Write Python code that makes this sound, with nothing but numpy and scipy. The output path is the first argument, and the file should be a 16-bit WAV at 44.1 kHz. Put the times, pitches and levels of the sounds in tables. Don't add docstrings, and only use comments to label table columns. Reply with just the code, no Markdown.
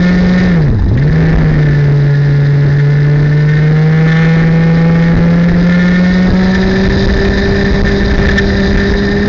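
import sys
import numpy as np
from scipy import signal
from scipy.fft import rfft, irfft
from scipy.io import wavfile
from scipy.ndimage import uniform_filter1d

SR = 44100
rng = np.random.default_rng(int(sys.argv[2]) if len(sys.argv) > 2 else 0)


def to_wav(s):
    ch = np.atleast_2d(s).T
    pcm = np.round(np.clip(ch, -1, 1) * 32767)
    wavfile.write(sys.argv[1], SR, pcm.astype(np.int16))


def convert_level_to_amplitude(level_db):
    exponent = np.asarray(level_db, float) / 20
    return 10 ** exponent


N = 409248
TIME_S = np.arange(N) / SR
INPUT_LIMIT = 0.51
LIFT_S, LOWEST_S = 0.46, 0.845


def evened(x):
    return x / np.sqrt(np.mean(x ** 2) + 1e-20)


def over_time(rows):
    s, value = np.transpose(rows)
    return np.interp(TIME_S, s, value)


def read(points, hz):
    f, value = np.transpose(points)
    return np.interp(np.log(hz + 1), np.log(f + 1), value)


def coloured(points):
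    spectrum = rfft(rng.standard_normal(N))
    return evened(irfft(spectrum * convert_level_to_amplitude(read(points, np.fft.rfftfreq(N, 1 / SR))), N))


def drift(top_hz):
    return evened(signal.lfilter(*signal.butter(2, top_hz, fs=SR), rng.standard_normal(N)))


def ring(x, modes):
    out = 0
    for k, (hz, width_hz, db) in enumerate(modes):
        resonance = signal.iirpeak(hz, hz / width_hz, fs=SR)
        out = out + (-1) ** k * convert_level_to_amplitude(db) * signal.lfilter(*resonance, x)
    return out


def swells(rows):
    t = np.arange(0, N + 64, 64) / SR
    bells = sum(height * np.exp(-((t - s) / length_s) ** 2) for s, length_s, height in rows)
    return np.interp(TIME_S, t, bells)


# time_s, crank_hz
DRIVEN_REVS = [(0.0, 177.8), (0.3, 181.6), (0.5, 182.0), (1.3, 161.8), (1.44, 156.7), (1.68, 146.1),
               (1.91, 142.9), (2.7, 142.2), (3.4, 148.6), (4.2, 162.2), (4.5, 163.3), (5.2, 168.2),
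               (6.0, 180.1), (7.11, 196.0), (7.83, 199.1), (8.43, 198.6), (8.63, 195.9), (9.28, 203.9)]


def revs():
    drop_hz, brake_shape = 99, 1.5
    spring_s, spring_shape = 0.145, 1.3
    braking = np.clip((TIME_S - LIFT_S) / (LOWEST_S - LIFT_S), 0, 1) ** brake_shape
    after_s = np.maximum(TIME_S - LOWEST_S, 0)
    still_down = np.exp(-(after_s / spring_s) ** spring_shape)
    return over_time(DRIVEN_REVS) - drop_hz * braking * still_down


def crank_angle():
    hz = revs() * (1 + 0.002111 * drift(top_hz=23.6))
    return 2 * np.pi * np.cumsum(hz) / SR


def unsettled():
    relock_s = 0.29
    steady_s = LOWEST_S + relock_s
    return np.interp(TIME_S, [LIFT_S, LOWEST_S, steady_s, steady_s + 0.15], [0, 1, 1, 0])


# crank_hz, level_db
FIRST = [(74, -11), (125, -8.5), (145, -5.5), (168, -4), (185, -6), (190, -10), (197, -13), (204, -13)]
SECOND = [(74, -18), (125, -19), (143, -26), (150, -25), (166, -36), (180, -26), (189, -16), (200, -15.5)]
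THIRD = [(178, -46.5), (188, -34), (197, -29.5), (204, -38.5)]
FOURTH = [(100, -39), (143, -33), (152, -38.5), (162, -31), (170, -35.5), (178, -40.5), (184, -27.5),
          (193, -39.5)]
FIFTH = [(143, -46), (152, -43), (155, -31.5), (168, -29), (172, -43), (181, -47), (187, -29), (198, -40)]


def shake(angle):
    hz = revs()
    fifth_db = read(FIFTH, hz) - 14 * unsettled()
    orders = [
        (1, read(FIRST, hz), 0.7, 0.069),
        (2, read(SECOND, hz), 1.4, 1.54),
        (4, read(FOURTH, hz), 1.7, 0.0037),
        (5, fifth_db, 1.5, 0.4),
        (7, fifth_db - 8.5, 3.0, 0.76),
        (3, read(THIRD, hz), 1.4, 0.8),
    ]
    out = np.zeros(N)
    for order, level_db, waver_db, lag in orders:
        level = convert_level_to_amplitude(level_db + waver_db * drift(top_hz=7.5))
        out += level * np.sin(order * angle + lag)
    return np.sqrt(2) * out


# hz, level_db (per Hz)
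BLOW = [(200, 3.5), (500, -3.5), (900, -20.5), (1300, 4), (2200, -8.5), (3000, -31), (5000, -19),
        (8000, -43)]


def firings(angle):
    hz = revs()
    orders = np.arange(3, 36)
    lags = rng.uniform(0, 2 * np.pi, len(orders))
    blow = np.zeros(N)
    for order, lag in zip(orders, lags):
        level = convert_level_to_amplitude(read(BLOW, order * hz[::64])).repeat(64)[:N]
        blow += level * np.cos(order * angle + lag)
    turns = angle / (2 * np.pi)
    strength_db = 0.73 * rng.standard_normal(int(turns[-1]) + 2)
    return evened(blow) * convert_level_to_amplitude(np.interp(turns, np.arange(len(strength_db)), strength_db))


# crank_hz, share
BESIDE = [(143, .95), (144.5, .2), (152, .25), (155, .8), (163, .6), (165, .2), (170, .6), (174, .2)]


def whine(angle):
    lock_top_hz = 1843
    hz = revs()
    beside = read(BESIDE, hz)
    chosen = np.floor(lock_top_hz / hz)
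    nearness = 1 / np.hypot(1, (chosen * hz - 1800) / 90)
    tone = {k: np.cos(k * angle + 0.7 * k) for k in range(8, 15)}
    held = np.zeros(N)
    for k in range(9, 14):
        turn_on = uniform_filter1d(1.0 * (chosen == k), 1500)
        held += turn_on * (tone[k] + beside * (0.8 * tone[k - 1] - tone[k + 1]))
    return np.sqrt(2) * held * uniform_filter1d(nearness, 1500) * convert_level_to_amplitude(1.2 * drift(top_hz=29.2))


# pitch_hz, width_hz, level_db
HOUSING = [(1590, 160, -13), (1788, 50, 0), (2080, 320, -19)]
# crank_hz, share
LOCKED = [(74, 0.8), (143, 0.58), (166.5, 0.68), (168.5, 0.6), (172, 0.5), (174, 0.53), (184.5, 0.76),
          (186, 0.37)]
# time_s, level_db
BUZZ_LEVEL = [(0, -24), (.5, -21), (.7, -30.5), (.93, -35), (1.12, -24.5), (1.8, -23), (1.95, -27.5),
              (3.35, -24.5), (3.8, -22.5), (5.25, -21.5), (5.45, -24), (6.25, -20), (6.35, -21.5), (7, -23),
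              (8, -21.5), (8.5, -23.5), (9.28, -24)]


def buzz(angle, surge_db):
    locked = read(LOCKED, revs()) + 0.01 * surge_db - 0.25 * unsettled()
    locked = np.clip(locked, 0, 1)
    blows = firings(angle)
    in_step = 0.95 * whine(angle) + 0.3 * evened(ring(blows, HOUSING) + 0.15 * blows)
    rattle = rng.standard_normal(N) * convert_level_to_amplitude(2.1 * drift(top_hz=39.3))
    loose = 1.124 * evened(ring(rattle, HOUSING))
    level = convert_level_to_amplitude(over_time(BUZZ_LEVEL) + surge_db + 4.0)
    return level * (locked * in_step + (1 - locked) * loose)


# pitch_hz, width_hz, level_db
PORT = [(3690, 220, 0), (4040, 280, -1.5), (4740, 200, -3.5), (4950, 150, 0), (5480, 300, -12),
        (6500, 700, -20)]
# crank_hz, level_db
HISS_LEVEL = [(74, -46.5), (128, -45), (145, -42), (166, -40.5), (176, -37.5), (185, -33), (195, -29.5),
              (202, -32.5)]
# crank_hz, level_db
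FIZZ_LEVEL = [(120, -15), (142, -3), (180, -4.5), (195, -13.5)]


def hiss(surge_db):
    throb_hz, throb_peak_s = 20.3, 0.648
    hz = revs()
    air = evened(ring(rng.standard_normal(N) * convert_level_to_amplitude(1.47 * drift(top_hz=60)), PORT))
    fizz = coloured([(2000, -9.5), (3000, -7.5), (4200, 7), (5500, -2.5), (7500, -14.5)])
    fizz = fizz * convert_level_to_amplitude(2.5 * drift(top_hz=45))
    both = air * convert_level_to_amplitude(1.4 * drift(top_hz=26)) + convert_level_to_amplitude(read(FIZZ_LEVEL, hz)) * fizz
    overrun = np.clip((150 - hz) / 12, 0, 1) * (TIME_S < 1.1)
    throb = np.cos(2 * np.pi * throb_hz * (TIME_S - throb_peak_s)) - 0.3
    level_db = read(HISS_LEVEL, hz) - 0.04 * surge_db
    level_db = level_db + 1.5 * (TIME_S < LIFT_S)
    level_db = level_db + 1.5 * overrun + 6 * overrun * throb
    return convert_level_to_amplitude(level_db + 3.0) * both


# centre_s, length_s, lift_db
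SURGES = [
    (.08, 0.058, 4),
    (.37, 0.092, 2),
    (3.53, 0.15, 3),
    (4.2, 0.14, 4),
    (5.78, 0.24, 4),
    (8.2, 0.024, 2.5),
    (8.275, 0.056, 6.5),
    (8.388, .012, 12),
    (8.802, 0.065, 5.5),
]


def housing_and_port(angle):
    surge_db = swells(SURGES)
    return buzz(angle, surge_db) + hiss(surge_db)


# start_s, peak_db, pitch_hz
KNOCKS = [(0.399, -15.5, 1900), (0.7903, -22, 880), (0.818, -19.5, 867), (0.9724, -14.5, 1900),
          (1.3667, -20, 1580), (5.8506, -21, 1890), (6.8937, -20, 1910), (7.087, -15.5, 1804),
          (7.2498, -13.5, 1846), (7.3931, -27, 1880), (7.857, -34, 1770), (8.2038, -19.5, 1780),
          (8.2876, -5, 1730), (8.3793, -0.5, 1768), (8.548, -14.5, 1855), (9.029, -13, 1820)]


def knocks():
    length = 2600
    t = np.arange(length) / SR
    envelope = np.minimum(t / 0.0015, 1) * convert_level_to_amplitude(-60 * t / 0.041)
    out = np.zeros(N + length)
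    for start_s, peak_db, hz in KNOCKS:
        rattle = envelope * rng.standard_normal(length)
        burst = evened(ring(rattle, [(hz, 60, 0)]))
        out[round(start_s * SR):][:length] += convert_level_to_amplitude(min(peak_db, -7) - 13) * burst
    return out[:N]


# start_s, length_ms, direction (1 push, -1 pull)
JOLTS = [(0.699, 4.9, 1), (0.705, 4.3, -1), (0.729, 4.1, -1), (0.749, 4.1, -1), (0.865, 4.3, -1),
         (0.912, 4.2, 1), (0.927, 4.1, -1), (0.956, 4.4, 1), (0.962, 4.5, -1), (1.101, 4.4, 1),
         (1.338, 4.4, -1), (1.37, 4.3, -1), (1.884, 4.1, -1), (5.159, 4.5, -1), (5.173, 4.1, 1),
         (6.881, 7.5, 1), (6.89, 6.8, -1), (6.965, 4.5, -1), (7.062, 6.8, 1), (7.079, 4.4, -1),
         (7.131, 6.6, -1), (7.15, 4.4, -1), (7.29, 8.1, 1), (7.299, 4.2, -1), (7.638, 4.8, -1),
         (7.83, 4.6, -1), (8.132, 6.0, 1), (8.191, 4.2, 1), (8.275, 9.4, -1), (8.303, 4.3, -1)]


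def jolts():
    out = np.zeros(N)
    for start_s, length_ms, direction in JOLTS:
        lobe = signal.windows.tukey(round((length_ms + 1) * SR / 1000), 0.6)
        height = INPUT_LIMIT * (length_ms - 1.5) * 0.7
        out[round((start_s - 0.0013) * SR):][:len(lobe)] += direction * height * lobe
    return out


# time_s, level_db
WIND_LEVEL = [(0, -18.5), (.4, -16), (1.5, -14), (2.2, -24), (3.4, -28), (4.5, -18.5), (6.3, -21.5),
              (6.9, -14.5), (8.3, -12.5), (9.28, -18.5)]
# centre_s, level_db
PUFFS = [(.42, -19), (.72, -14.5), (1.368, -8.5), (1.52, -14.5), (2.69, -21), (3.199, -17), (3.601, -23),
         (5.168, -9.5), (5.53, -17), (6.311, -14.5), (8.2, -16.5), (8.919, -16)]
# hz, level_db (per Hz)
GUSTS = [(8, -9.5), (25, 3.5), (60, 2.5), (120, -5.5), (250, -15.5), (500, -32.5), (1000, -34.5),
         (2500, -62), (7000, -59)]


def wind():
    puff_s = 0.032
    flow = convert_level_to_amplitude(over_time(WIND_LEVEL)) + swells([(s, puff_s, convert_level_to_amplitude(db)) for s, db in PUFFS])
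    lumps = coloured(GUSTS) * flow * convert_level_to_amplitude(4.0 + 2.2 * drift(top_hz=11.4))
    rush = coloured([(60, 4.5), (200, 3.5), (400, -5.5), (800, -14), (1500, -20.5), (4000, -43.0)])
    return lumps + convert_level_to_amplitude(-18.5) * (revs() / 165) ** 1.7 * rush


def scene():
    angle = crank_angle()
    return (shake(angle) + housing_and_port(angle) + knocks() + jolts() + wind())[None]


def band_limit(x):
    return signal.sosfilt(signal.butter(12, 8050, fs=SR, output="sos"), x)


COUPLING_HZ = (20, 7)


def record(dry):
    x = np.clip(dry, -INPUT_LIMIT, INPUT_LIMIT)
    x = x * np.minimum(np.arange(N) / 12, 1)
    for hz in COUPLING_HZ:
        x = signal.lfilter(*signal.butter(1, hz, "high", fs=SR), x)
    treble_cut = signal.firwin(75, 6870, window=("kaiser", 9), fs=SR)
    x = signal.oaconvolve(x, treble_cut[None], "same")
    return band_limit(x)


dry = scene()
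out = record(dry)
to_wav(out)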